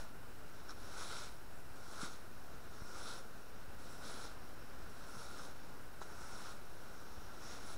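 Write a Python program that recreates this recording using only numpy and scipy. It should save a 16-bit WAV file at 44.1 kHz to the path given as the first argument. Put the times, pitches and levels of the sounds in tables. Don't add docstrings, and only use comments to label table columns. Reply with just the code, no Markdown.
import sys
import numpy as np
from scipy import signal
from scipy.fft import rfft, irfft, next_fast_len
from scipy.io import wavfile

SR = 44100
rng = np.random.default_rng(int(sys.argv[2]) if len(sys.argv) > 2 else 0)


def generate_wav(sig):
    pcm = np.round(np.clip(np.atleast_2d(sig).T, -1, 1) * 32767).astype(np.int16)
    wavfile.write(sys.argv[1], SR, pcm)


def level_to_linear(level):
    exponent = np.asarray(level, float) / 20
    return 10 ** exponent


N = 342921

# (frequency [Hz], level [dB per Hz])
WOOD_SPECTRUM = [(2, 9), (20, -2), (70, -4), (150, -10), (400, -14.5), (900, -19), (1500, -22),
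                 (2200, -27.5), (2800, -27.5), (3300, -34.5), (5000, -37), (7000, -62), (11000, -68)]
# (time [s], peak [dB], pitch [Hz], swell [s])
ROOT_KNOCKS = [(0.6915, -50, 5400, .0025), (0.6932, -42.5, 1390, .0015), (0.7048, -50, 5550, .0025),
               (0.706, -49, 1390, 0.0014), (0.7078, -55.5, 1390, .001), (5.993, -54, 130, 0.0024),
               (7.167, -48, 62, 0.013), (7.245, -51, 70, .006), (2.0302, -40.5, 255, 0.0024),
               (2.029, -45, 185, 0.0055), (3.108, -48, 220, 0.0023), (6.0163, -33.5, 900, 0.0006),
               (6.0172, -45, 330, 0.0014)]
# (time [s], step [dB], recovery [s])
BODY_JOLT = (2.8215, -35.5, .009)
# (time [s], peak [dB], dullness cut-off [Hz], length [s])
TWIG_SNAPS = [(0.69, -44, 6000, 0.003), (0.698, -46, 6000, 0.003), (0.706, -34, 6000, 0.003),
              (0.708, -42, 6000, 0.0028), (0.977, -38, 6000, 0.003), (1.01, -40, 6000, 0.003),
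              (1.156, -45, 6000, 0.003), (2.045, -32, 6000, 0.003), (6.015, -38, 2500, 0.003),
              (6.029, -42, 3000, 0.003), (6.039, -42, 2500, 0.003)]
# (frequency [Hz], level [dB per Hz])
LEAF_SPECTRUM = [(1500, -10), (2200, -0.5), (2800, -4.5), (3500, -0.5), (5000, -3), (8000, 1.5),
                 (12000, -1)]
GRIT_SPECTRUM = [(500, -15), (900, 4.5), (1400, 7.5), (1800, -7), (2500, -19)]
SOIL_SPECTRUM = [(70, -9), (200, 3), (500, 3), (900, 0), (1300, -28)]
FRAGMENT_EDGES = [1200, 3200, 4700, 6200, 7000, 9000, 13000]
# (tines bite [s], lead-in drag [s], pull [s], leaf crackle [dB], grit over leaves [dB])
RAKE_STROKES = [
    (-.05, .2, 0.047, -58.5, 4.5),
    (1.0, 0.23, .24, -55, 1),
    (2.02, 0.26, 0.056, -56, 3),
    (2.97, 0.26, 0.21, -60.5, 2),
    (4.07, 0.28, .18, -57.5, 1),
    (5.16, 0.264, 0.29, -60.5, 1.5),
    (6.22, 0.2, 0.29, -60.5, 3.5),
    (7.48, 0.15, 0.25, -60, -2.5),
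]
# (time [s], change [dB], length [s], crisp change [dB])
TINE_SURGES = [(0.705, 14, 0.015, -6), (.84, 2, 0.033, -1), (1.02, 3.5, 0.021, -2), (1.07, 0, .02, 0),
               (1.15, 1.5, .04, 1), (1.785, 2.5, .03, -3), (1.85, -3, 0.027, 0), (2.03, 3.5, 0.022, 1.5),
               (2.153, 4, .03, 1), (2.987, 3, 0.047, 0.5), (3.05, 0, .02, 0), (3.11, 5, 0.051, 1),
               (3.93, 0.5, .03, 3.5), (3.993, -4.5, 0.039, 1), (4.09, 1, .03, 1.5), (4.163, -1, 0.022, -1),
               (4.234, 1.5, .025, 0), (5.04, 1, 0.018, -3), (5.2, 2.5, .03, 1.5), (5.33, -2, 0.021, 1.5),
               (5.43, 1.5, .03, 1), (6.022, 12, 0.013, -6), (6.24, 0.8, .03, 0.5), (6.39, 1.5, .04, 0.5),
               (6.47, 1.5, .03, -1), (7.513, 3.5, 0.029, -4), (7.61, -1.5, 0.029, -2),
               (7.69, 2.5, .03, 1.5)]
# (time [s], level [dB], crisp change [dB])
LITTER_SETTLING = [
    (.1, -87, 12),
    (.6, -70.5, -3),
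    (1.5, -77, 7),
    (2.5, -71, -3),
    (3.55, -72, -3),
    (4.6, -73, -1),
    (5.65, -69.5, -5),
    (5.9, -75, 1),
    (6.8, -69.5, -3),
    (7.25, -67.5, -8),
]
# (frequency [Hz], width [Hz], lift [dB])
PORT_RESONANCES = [(1043, 73, 1.5), (1450, 470, 8), (3944, 520, 4.5), (5510, 980, 12), (6550, 700, 2),
                   (7740, 380, 3.5), (8640, 580, -3.5), (9990, 990, 5.5)]

PORT_CUT_HZ, CAMERA_CUT_HZ = 10900, 15720
WOOD_DB, HISS_DB, OFFSET = -54.5, -66, -.0085
HOLE_HZ, HOLE_FROM_DB = 11500, -58
TOUCH_DB, TOUCH_S = -70.5, 0.014
LIFT_DB_PER_S = 149
RASP_DB, RASP_SAG_DB = -2, 1.5
CRISP_DB, CRISP_PER_DB = -6, -0.04
GRIT_REST_DB, GRIT_LEAD_DB = 4.5, 1.5


def rms_one(x):
    return x / np.sqrt(np.mean(x ** 2) + 1e-20)


def colour(x, spectrum):
    size = next_fast_len(N)
    hz, level_db = np.transpose(spectrum)
    grid = np.maximum(np.arange(size // 2 + 1) * SR / size, 1)
    gain = level_to_linear(np.interp(np.log(grid), np.log(hz), level_db))
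    return irfft(rfft(x, size) * gain, size)[:N]


def drift(rate):
    r = np.exp(-40 * np.pi * rate / SR)
    noise = rng.standard_normal(N // 20 + 4002)
    slow = signal.lfilter([1], [1, -2 * r, r * r], noise)[4000:]
    return np.interp(np.arange(N) / 20, np.arange(len(slow)), rms_one(slow))


def band(x, order, low_hz, high_hz, run=signal.sosfilt):
    return run(signal.butter(order, [low_hz, high_hz], "band", fs=SR, output="sos"), x)


def port(x):
    for hz, width_hz, lift_db in PORT_RESONANCES:
        w, a = 2 * np.pi * hz / SR, level_to_linear(lift_db / 2)
        k = np.sin(w) * width_hz / hz / 2
        middle = -2 * np.cos(w)
        x = signal.lfilter([1 + k * a, middle, 1 - k * a], [1 + k / a, middle, 1 - k / a], x)
    return signal.sosfilt(signal.ellip(6, 1, 50, PORT_CUT_HZ, fs=SR, output="sos"), x)


def grains(per_s, spread_db, clumps):
    sizes = level_to_linear(spread_db * np.minimum(rng.exponential(1, N), 4)) * rng.standard_normal(N)
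    return sizes * (rng.random(N) < per_s * clumps / SR)


def wood():
    air = port(colour(rng.standard_normal(N), WOOD_SPECTRUM))
    return level_to_linear(WOOD_DB + 0.49 * drift(0.5) + 0.63 * drift(11.4)) * rms_one(air)


def jolt():
    out, t = np.zeros(N), np.arange(6000) / SR
    s, step_db, recovery = BODY_JOLT
    onset = 1 - np.exp(-t / 3e-4)
    step = onset * (1.5 * np.exp(-t / recovery) - .4 * np.exp(-t / .03))
    out[round(s * SR):][:len(t)] += level_to_linear(step_db) * step
    return out


def knocks():
    out, t = np.zeros(N), np.arange(6000) / SR
    for s, peak_db, hz, swell in ROOT_KNOCKS:
        shape = (t / swell * np.exp(1 - t / swell)) ** 2
        out[round(s * SR):][:len(t)] += level_to_linear(peak_db) * shape * np.sin(2 * np.pi * hz * t)
    return out


def snaps():
    out, t = np.zeros(N), np.arange(1200) / SR
    for s, peak_db, cut_hz, length in TWIG_SNAPS:
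        burst = rng.standard_normal(len(t)) * np.exp(-t / length)
        burst = signal.lfilter(*signal.butter(1, cut_hz, fs=SR), burst)
        out[round(s * SR):][:len(t)] += level_to_linear(peak_db - 15) * burst
    return port(out + 1e-18)


def stroke():
    t = np.arange(0, N + 64, 64) / SR
    settle_s, settle_db, settle_crisp_db = np.transpose(LITTER_SETTLING)
    rest = level_to_linear(2 * np.interp(t, settle_s, settle_db))
    power, grit, through = rest, rest * level_to_linear(2 * GRIT_REST_DB), np.zeros(len(t))
    for bite, lead, pull, bite_db, grit_over_db in RAKE_STROKES:
        lift = bite + pull
        effort_db = np.interp(t, [bite - lead - TOUCH_S, bite - lead, bite], [-100, TOUCH_DB, bite_db])
        effort_db = effort_db - LIFT_DB_PER_S * np.maximum(t - lift, 0)
        power = power + level_to_linear(2 * effort_db)
        grit = grit + level_to_linear(2 * (effort_db + grit_over_db + GRIT_LEAD_DB * (t < bite)))
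        through = through + np.interp(t, [bite, lift, lift + 0.11, lift + 0.22], [0, 1, 1, 0])
    surge_db, surge_crisp_db = np.zeros(len(t)), np.zeros(len(t))
    for s, change_db, length, crisp_change_db in TINE_SURGES:
        bump = np.exp(-.5 * ((t - s) / length) ** 2)
        surge_db = surge_db + change_db * bump
        surge_crisp_db = surge_crisp_db + crisp_change_db * bump
    leaf_db = 10 * np.log10(power) + surge_db
    rasp_db = RASP_DB - RASP_SAG_DB * through
    crisp_db = CRISP_DB + surge_crisp_db + np.interp(t, settle_s, settle_crisp_db) * rest / power
    crisp_db = crisp_db + CRISP_PER_DB * (leaf_db - TOUCH_DB)
    grit_db = 10 * np.log10(grit) + surge_db
    return [np.interp(np.arange(N) / SR, t, course) for course in (leaf_db, rasp_db, crisp_db, grit_db)]


def soil_drag(leaf_db, catch):
    soil = grains(2500, spread_db=1.25, clumps=level_to_linear(.6 * catch + .7 * drift(18)))
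    return level_to_linear(-56.5 + 0.36 * (leaf_db + 52)) * rms_one(port(colour(soil, SOIL_SPECTRUM)))


def grit_scrape(grit_db, catch):
    grit = grains(4000, spread_db=1.5, clumps=level_to_linear(1.1 * catch + 1.3 * drift(40)))
    return level_to_linear(grit_db - 0.6) * rms_one(port(colour(grit, GRIT_SPECTRUM)))


def leaves(leaf_db, rasp_db, crisp_db, catch):
    bands = []
    for low, high in zip(FRAGMENT_EDGES, FRAGMENT_EDGES[1:]):
        crackle = grains(7000, spread_db=1.0, clumps=level_to_linear(1.3 * catch + 1.1 * drift(50)))
        crackle = band(crackle, 2, low, high)
        bands.append(port(colour(crackle, LEAF_SPECTRUM)) * level_to_linear(1.6 * drift(5.6)))
    coarse = rms_one(bands[0] + bands[1])
    rasp = rms_one(bands[2] + bands[3])
    crisp = rms_one(bands[4] + bands[5])
    rasp_share = np.clip(level_to_linear(2 * (rasp_db - 1.1)), .15, .8)
    body = np.sqrt(1 - rasp_share) * coarse + np.sqrt(rasp_share) * rasp
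    return level_to_linear(leaf_db + 0.06) * (body + level_to_linear(crisp_db + 0.7) * crisp)


def rake():
    leaf_db, rasp_db, crisp_db, grit_db = stroke()
    catch = drift(14)
    ground = soil_drag(leaf_db, catch) + grit_scrape(grit_db, catch)
    return ground + leaves(leaf_db, rasp_db, crisp_db, catch)


def scene():
    return (wood() + jolt() + knocks() + snaps() + rake())[None]


def band_limit(x):
    return signal.sosfilt(signal.butter(12, 15880, fs=SR, output="sos"), x)


def record(dry):
    leaf_db, rasp_db, crisp_db, grit_db = stroke()
    loudness = level_to_linear(leaf_db + crisp_db - HOLE_FROM_DB)
    hiss_spectrum = [(1000, 0.93), (6000, -0.36), (13500, 0.81), (16000, 0.33)]
    hiss = rms_one(colour(rng.standard_normal(N), hiss_spectrum))
    hiss = hiss * level_to_linear(HISS_DB + 1.4 * loudness + .5 * drift(22))
    narrow = band(hiss, 3, HOLE_HZ - 200, HOLE_HZ + 200, run=signal.sosfiltfilt)
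    masked = np.clip(4 * (loudness - .55 + .25 * drift(25)), 0, 1)
    top_cut = [(1, 0), (CAMERA_CUT_HZ, 0), (CAMERA_CUT_HZ + 20, -80)]
    mix = colour(dry[0] + hiss - masked * narrow, top_cut)[None] + OFFSET
    return band_limit(mix)


dry = scene()
out = record(dry)
generate_wav(out)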